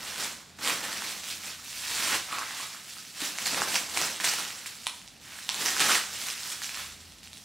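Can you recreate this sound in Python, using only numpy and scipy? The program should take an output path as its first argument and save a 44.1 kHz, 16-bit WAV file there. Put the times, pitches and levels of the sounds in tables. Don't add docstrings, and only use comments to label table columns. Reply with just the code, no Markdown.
import sys
import numpy as np
from scipy import signal
from scipy.fft import rfft, irfft, next_fast_len
from scipy.io import wavfile
from scipy.ndimage import uniform_filter1d

SR = 44100
rng = np.random.default_rng(int(sys.argv[2]) if len(sys.argv) > 2 else 0)


def nominal_scale(level):
    x = np.asarray(level, float) / 20
    return 10 ** x


def master_out(mix):
    frames = np.transpose(np.atleast_2d(mix))
    ceiling = np.clip(frames, -1, 1)
    pcm = np.round(ceiling * 32767).astype(np.int16)
    wavfile.write(sys.argv[1], SR, pcm)


N = 328236

# (frequency [Hz], level per Hz [dB])
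HISS_COLOUR = [(18, -42), (30, -49), (66, 3), (170, 9.5), (252, 7), (355, 0), (584, -1), (822, 0),
               (889, -2), (1070, -4.5), (4910, -2.5), (9970, -31), (16000, -62)]
# (time [s], level [dB])
RUMBLE_LEVEL = [(0.0, -62), (0.23, -63), (0.27, -70), (1.76, -65.5), (1.99, -58), (2.73, -81), (3.52, -69),
                (3.6, -63), (3.83, -66.5), (4.93, -74), (5.06, -62), (5.47, -72), (5.76, -64), (6.65, -72),
                (6.84, -56.5), (7.44, -66)]
# (frequency [Hz], width [Hz])
ROOM_MODES = [(50, 25), (82, 4), (205, 41)]
# (time [s], level [dB])
BENCH_LOAD = [(0, 3.5), (0.5, 3), (1.3, 4.5), (1.7, -2), (2.1, -0.5), (2.4, -6.5), (3.1, -3), (3.55, 8),
              (4.15, 4), (4.35, 1), (5.3, -8), (5.62, 4.5), (5.8, -1), (6.5, 0), (7.44, -3)]
# (peak time [s], effort [dB], rise [s], fall [s], fold size [no unit])
SQUEEZES = [(0.08, -39, 0.47, 0.2, 0.22), (0.248, -33.5, 0.16, 0.097, 0.11),
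            (0.688, -27.5, 0.088, 0.13, 0.29), (0.86, -38.5, 0.17, 0.5, 0.7),
            (1.088, -36.5, 0.4, 0.35, -0.17), (1.309, -35.5, 0.11, 0.13, -0.52),
            (1.493, -39, 0.17, 0.19, -0.064), (1.7, -43.5, 0.097, 0.78, -0.71),
            (2.084, -31, 0.53, 0.22, -0.18), (2.161, -31, 0.32, 0.05, 0.93),
            (2.361, -37.5, .14, 0.34, 0.85), (2.614, -39, 0.31, 0.42, 0.2), (2.897, -43.5, 0.1, 1, -0.61),
            (3.25, -32.5, 0.087, 0.11, 0.24), (3.601, -32.5, 0.32, 0.2, 0.41),
            (3.767, -29, 0.18, 0.12, -0.098), (3.967, -33, 0.048, 0.34, .1), (4.061, -33, 0.28, 0.17, 0.25),
            (5.295, -45, 0.08, 0.78, 0.34), (5.671, -29.5, 0.19, 0.22, 0.09), (5.97, -28, 0.4, 0.048, 0.31),
            (6.311, -35, 0.34, 0.12, -0.18), (6.508, -35.5, 0.22, 0.21, -0.34),
            (6.807, -38.5, 0.23, 0.19, 0.24)]
# (time [s], effort [dB], fall [s], fold size [no unit])
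TUGS = [(0.589, -45.5, 0.48, 0.74), (0.186, -40, 0.32, .4), (1.237, -43, 0.08, -0.67),
        (3.205, -35, .2, -.2), (3.15, -43.5, .3, -.4), (3.389, -37, 0.42, -.7), (3.462, -28, 0.067, -0.55),
        (3.915, -43, 0.27, -0.53), (4.241, -26.5, 0.26, -0.055), (4.328, -32.5, 0.03, -0.73),
        (4.382, -35.5, 0.2, 0.5), (4.207, -34, 0.21, 0.2), (4.47, -42.5, 0.53, 0.19),
        (4.57, -49.5, 0.45, -0.5), (4.664, -36.5, 0.11, -0.5), (4.75, -47, 0.59, -0.5),
        (4.815, -47.5, 0.36, -0.46), (5.385, -43.5, 0.25, -0.61), (2.97, -45, 0.1, -0.18),
        (4.87, -34, 0.015, -0.12), (5.494, -41, 0.55, .2), (5.804, -25.5, 0.27, .6),
        (6.128, -41.5, 0.72, -0.05), (6.621, -35.5, 0.28, -0.63), (5.215, -53.5, .5, -.3),
        (7.0, -52, 0.74, -0.64), (7.234, -49.5, .2, -1), (7.335, -49.5, 0.39, -1.6)]
# (frequency [Hz], level per Hz [dB])
FILM_COLOUR = [(82, -26), (140, -14), (296, -6.5), (375, -10.5), (690, -8), (747, -6), (808, -7),
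               (1150, -4), (1300, -3), (2160, -1), (4850, 2.5), (15500, 22.5)]
FOLD_EDGES = [800, 2000, 5000]
# (delay [s], level [dB], centre frequency [Hz], blur [s])
ECHOES = [(.0073, -7, 6500, .0005), (.0165, -15, 4000, .002), (.027, -16, 4000, .003)]
# (frequency [Hz], time to fall 60 dB [s])
WALL_DECAY = [(200, 0.37), (1000, 0.39), (3000, 0.37), (7000, 0.63), (14000, 0.36)]
# (frequency [Hz], likeness [0 to 1])
LEFT_RIGHT_LIKENESS = [(60, .96), (180, .8), (550, .8), (1650, .87), (3000, .95), (5000, .93), (9000, .8),
                       (15000, .88)]
# (time [s], peak [dB], ring [Hz], flap relative to peak [dB])
LOUD_SNAPS = [(0.6479, -18.4, 2670, -5), (0.6756, -11.5, 3270, -4), (1.0216, -23, 1550, 0),
              (2.0251, -15.9, 3010, -8), (2.075, -15.5, 2540, -14), (2.1451, -15.2, 2930, -7),
              (2.3859, -17.4, 2500, -1), (3.3858, -15.5, 2150, -6), (3.4611, -14.9, 4220, -19),
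              (3.5455, -16, 2450, -10), (3.6188, -14, 1510, 0), (3.7441, -13.9, 3190, -8),
              (3.7564, -9.7, 2670, -10), (3.7615, -13.1, 1940, -2), (3.9734, -8.3, 2330, -4),
              (4.0151, -11.5, 6330, -3), (4.2013, -17.5, 1850, -3), (4.2435, -10.8, 2110, -5),
              (4.2474, -11.9, 3880, -3), (4.3373, -16, 2410, -2), (4.8688, -9.5, 3570, -20),
              (5.4914, -9.6, 3360, -18), (5.5444, -15.5, 3750, -9), (5.6604, -10.7, 5860, -9),
              (5.7665, -15.9, 1550, -2), (5.7964, -9.7, 3620, -5), (5.804, -12, 4570, -18),
              (5.916, -9.1, 2540, -8), (5.9193, -10.4, 2930, -5), (5.9536, -9.6, 2020, -7)]
# (time [s], peak [dB], ring [Hz])
TICKS = [(0.1239, -25.2, 1680), (0.5882, -32.3, 1510), (0.9293, -21.7, 4570), (1.2417, -24.7, 3880),
         (1.3034, -22.1, 3530), (2.326, -21, 4090), (2.6107, -22.5, 6890), (3.3794, -23.5, 6630),
         (3.4189, -20.2, 3060), (3.8978, -23.2, 4050), (4.1621, -23.4, 3570), (4.4514, -20.7, 3400),
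         (4.6606, -21.2, 2280), (4.861, -24.9, 3790), (5.0168, -33.2, 3140), (5.0776, -27, 3570),
         (5.3887, -27.3, 1810), (6.2858, -19.6, 2500), (6.4337, -20, 5210), (6.6191, -22.7, 1850),
         (6.6369, -21.7, 6370), (6.6931, -21.9, 2370), (6.745, -22, 2500), (7.1221, -34.1, 3570),
         (7.1853, -36.3, 3880), (7.2315, -35.1, 2760), (7.2742, -32.1, 2840), (7.3315, -25.5, 3960),
         (7.3726, -33.4, 3400), (7.379, -30.7, 6330)]
# (time [s],
# peak [dB], pitch [Hz])
POCKETS = [(2.288, -34, 1320), (2.312, -31, 1140), (2.328, -22.5, 1250), (2.335, -25, 1300),
           (2.342, -38, 1190), (2.364, -38, 1250), (2.375, -32, 1070), (2.383, -23.5, 1130),
           (2.414, -24.5, 1300), (2.421, -24, 1620), (2.43, -28, 1310), (2.488, -37, 1110),
           (2.509, -30, 1620), (2.54, -38, 910), (2.601, -30.5, 1100), (2.63, -31.5, 1210),
           (2.747, -34, 1350), (2.968, -37.5, 1340), (2.986, -43, 1450), (3.457, -17, 4670),
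           (3.468, -21, 4300), (3.479, -18, 4800), (5.895, -14.5, 1400), (5.909, -18, 1280),
           (5.942, -26, 1520), (3.618, -26, 856), (3.619, -24, 1070), (4.868, -30, 994), (5.492, -32, 1040),
           (3.222, -35.5, 300)]
# (frequency [Hz], level [dB], time to fall 60 dB [s])
BAR_MODES = [(800, -4, .3), (900, -3, .3), (974, -1, .3), (1060, -3, .3), (1141, -2, .3), (1287, -2, .3)]
# (frequency [Hz], left minus right [dB])
LEFT_RIGHT_LEAN = [(60, -.5), (200, -1), (700, -1.7), (1400, -1.8), (2800, -1), (5600, -2.4), (11000, -.9),
                   (15000, .2)]


def evened(x):
    return x / np.sqrt(np.mean(x ** 2) + 1e-20)


def read(points, hz):
    f, value = np.transpose(points)
    return np.interp(np.log(hz + 1), np.log(f + 1), value)


def curve(table):
    s, *columns = np.transpose(table)
    t = np.arange(N) / SR
    return [np.interp(t, s, column) for column in columns]


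def shaped(x, gain):
    size = next_fast_len(x.shape[-1])
    spectrum = rfft(x, size) * gain(np.fft.rfftfreq(size, 1 / SR))
    return irfft(spectrum, size)[..., :x.shape[-1]]


def paired(a, b):
    def likeness(hz):
        return np.clip(read(LEFT_RIGHT_LIKENESS, hz), 0, .999)
    mid = shaped(a, lambda hz: np.sqrt((1 + likeness(hz)) / 2))
    side = shaped(b, lambda hz: np.sqrt((1 - likeness(hz)) / 2))
    return np.array([mid + side, mid - side])


def ring(hz, cycles, size=400):
    turns = np.arange(size) / SR * hz
    swell = 1 - np.exp(-turns * 6)
    return np.sin(2 * np.pi * turns) * swell * np.exp(-turns / cycles)


def handling():
    rise_bend, tug_rise_s, idle_db = 1.6, .007, -67.5
    t = np.arange(0, N / SR + .002, .001)
    tugs = [(s, db, tug_rise_s, fall, fold) for s, db, fall, fold in TUGS]
    s, db, rise, fall, fold = np.transpose([*SQUEEZES, *tugs])[:, :, None]
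    below_peak = np.where(t < s, abs((s - t) / rise) ** rise_bend, (t - s) / fall)
    power = nominal_scale(db - 20 * below_peak) ** 2
    total = power.sum(0) + nominal_scale(idle_db) ** 2
    mean_fold = (power * fold).sum(0) / total
    return curve(np.transpose([t, 10 * np.log10(total), mean_fold]))


def air(effort_db):
    hiss_db, low_mode_db, murmur_db, murmur_share = -56, -5.5, -66.5, 0.45
    a, b, *drives = rng.standard_normal((2 + len(ROOM_MODES), N))
    hiss = evened(shaped(paired(a, b), lambda hz: nominal_scale(read(HISS_COLOUR, hz))))
    rumble_db = curve(RUMBLE_LEVEL)[0]
    weight_db = uniform_filter1d(effort_db, 6000) + 39
    murmur_level_db = murmur_db + murmur_share * weight_db + curve(BENCH_LOAD)[0]
    levels_db = rumble_db + low_mode_db, rumble_db, murmur_level_db
    out = nominal_scale(hiss_db) * hiss
    for drive, (centre, width), level_db in zip(drives, ROOM_MODES, levels_db):
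        mode = shaped(drive, lambda hz: 1 / (1 + (2 * (hz - centre) / width) ** 2))
        out = out + nominal_scale(level_db) * evened(mode)
    return out


def crumple(effort_db, fold, count=24):
    grain_db = 2.3
    per_s = np.clip(2500 * nominal_scale(.5 * (effort_db + 42.5)), 300, 12000)
    clump = nominal_scale(2.5 * evened(uniform_filter1d(rng.standard_normal(N), 500)))
    struck = rng.random(N) < per_s * clump / SR
    patch = rng.integers(0, count, N)
    size = nominal_scale(grain_db * np.minimum(rng.exponential(1, N), 3.6))
    flicks = size * rng.choice([-1., 1.], N) * struck / np.sqrt(per_s)
    swarm = np.zeros(N)
    for k, patch_hz in enumerate(np.geomspace(400, 13000, count)):
        swarm += signal.oaconvolve(flicks * (patch == k), evened(ring(patch_hz, 0.75)))[:N]

    rub = rng.standard_normal(N) * np.sqrt(clump)
    rub = shaped(rub, lambda f: nominal_scale(np.interp(f, [6000, 12000], [-5, 3])))

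    hz, power = signal.welch(swarm, SR, nperseg=512)
    flat = evened(shaped(swarm, lambda f: np.interp(f, hz, power + 1e-9 * power.max()) ** -.5))
    film = shaped(flat + rub, lambda f: nominal_scale(read(FILM_COLOUR, f)))

    below = [shaped(film, lambda f: 1 / (1 + (f / edge) ** 4)) for edge in FOLD_EDGES]
    bands = np.diff([0 * film] + below + [film], axis=0)
    slack, broad, middle, fine = map(evened, bands)
    slack_db = -17.5 + 12.5 * fold + curve(BENCH_LOAD)[0]
    broad_db = -8.1 + 11 * fold
    fine_db = -14 - 0.55 * fold
    mix = middle + nominal_scale(broad_db) * broad + nominal_scale(slack_db) * slack + nominal_scale(fine_db) * fine
    return nominal_scale(effort_db - 3) * mix


def garage(x, count=3):
    out, t = np.zeros((2, N)), np.arange(N) / SR
    for k in range(count):
        early = np.zeros((2, 2000))
        for delay, db, centre_hz, blur in ECHOES:
            spread = np.exp(-abs(np.arange(2000) / SR - delay) / blur)
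            burst = paired(*(rng.standard_normal((2, 2000)) * spread))
            burst = shaped(burst, lambda hz: 1 / (1 + np.log((hz + 1) / centre_hz) ** 2 * 3))
            early += nominal_scale(db) * burst / np.linalg.norm(burst[0])

        taps = np.zeros((2, SR))
        at = np.arange(300, SR - 20, 20) + rng.integers(0, 20, (2, (SR - 301) // 20))
        np.put_along_axis(taps, at, rng.choice([-1., 1.], at.shape), 1)
        hz, frames, z = signal.stft(taps, SR, nperseg=256)
        dying = z * nominal_scale(-60 * frames / read(WALL_DECAY, hz)[:, None])
        tail = paired(*signal.istft(dying, SR, nperseg=256)[1])
        tail = nominal_scale(-4.5) * tail / np.linalg.norm(tail[0])
        tail[:, :2000] += early

        share = np.sqrt(2 / count) * np.cos(np.pi * (11.5 * t + k / count))
        out += signal.fftconvolve((x * share)[None], tail, axes=1)[:, :N]
    return out


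def snaps(effort_db, count=50):
    tick_flap_db, stray_over_db, stray_from_db = -24, 11, -46
    out, t = np.zeros(N + 400), np.arange(400) / SR
    stray = []
    for place, a, b in rng.random((count, 3)):
        at = int(100 + place * (N - 200))
        resting = effort_db[at] < stray_from_db
        peak_db = effort_db[at] + stray_over_db + 3.7 * a - 40 * resting
        stray.append((at / SR, peak_db, 1800 * 4.2 ** b))
    rows = [*LOUD_SNAPS, *((*row, tick_flap_db) for row in [*TICKS, *stray])]
    band = signal.butter(3, [700, 9000], "band", fs=SR)
    for s, peak_db, hz, flap_db in rows:
        low, *splinter = rng.standard_normal(401)
        flap = nominal_scale(flap_db - 2.5) * ring(1050 + 100 * low, 0.95)
        burst = nominal_scale(-1) * np.diff(splinter, prepend=0) * np.exp(-t / .001)
        tone = 2 * ring(hz, 1.2) + ring(1.65 * hz, 1.2)
        crack = signal.lfilter(*band, tone + burst + flap)
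        out[round(s * SR) - 8:][:400] += nominal_scale(peak_db) * crack / abs(crack).max()
    return out[:N]


def pockets():
    out = np.zeros(N)
    for s, peak_db, hz in POCKETS:
        out[round(s * SR):][:2000] += nominal_scale(peak_db + 1) * ring(hz, 3.6, size=2000)
    return out


def bar(x):
    t = np.arange(SR // 2) / SR
    modes = sum(nominal_scale(db - 60 * t / t60) * np.sin(2 * np.pi * hz * t) for hz, db, t60 in BAR_MODES)
    return nominal_scale(-53) * signal.fftconvolve(x, modes)[:N]


def scene():
    effort_db, fold = handling()
    hollow = pockets()
    film = crumple(effort_db, fold) + snaps(effort_db) + hollow + bar(hollow)
    return film + garage(film) + air(effort_db)


def top_cut(x):
    return signal.sosfilt(signal.butter(12, 16470, fs=SR, output="sos"), x)


def record(dry):
    def tone(hz):
        bass_cut = 1 / (1 + (42 / (hz + 1)) ** 6)
        treble_edge = 1 / (1 + (hz / 15800) ** 400)
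        dull = nominal_scale(np.interp(hz, [8500, 14500], [0, -5]))
        lean = nominal_scale(np.outer([.5, -.5], read(LEFT_RIGHT_LEAN, hz)))
        return bass_cut * treble_edge * dull * lean
    return top_cut(shaped(dry, tone))


dry = scene()
out = record(dry)
master_out(out)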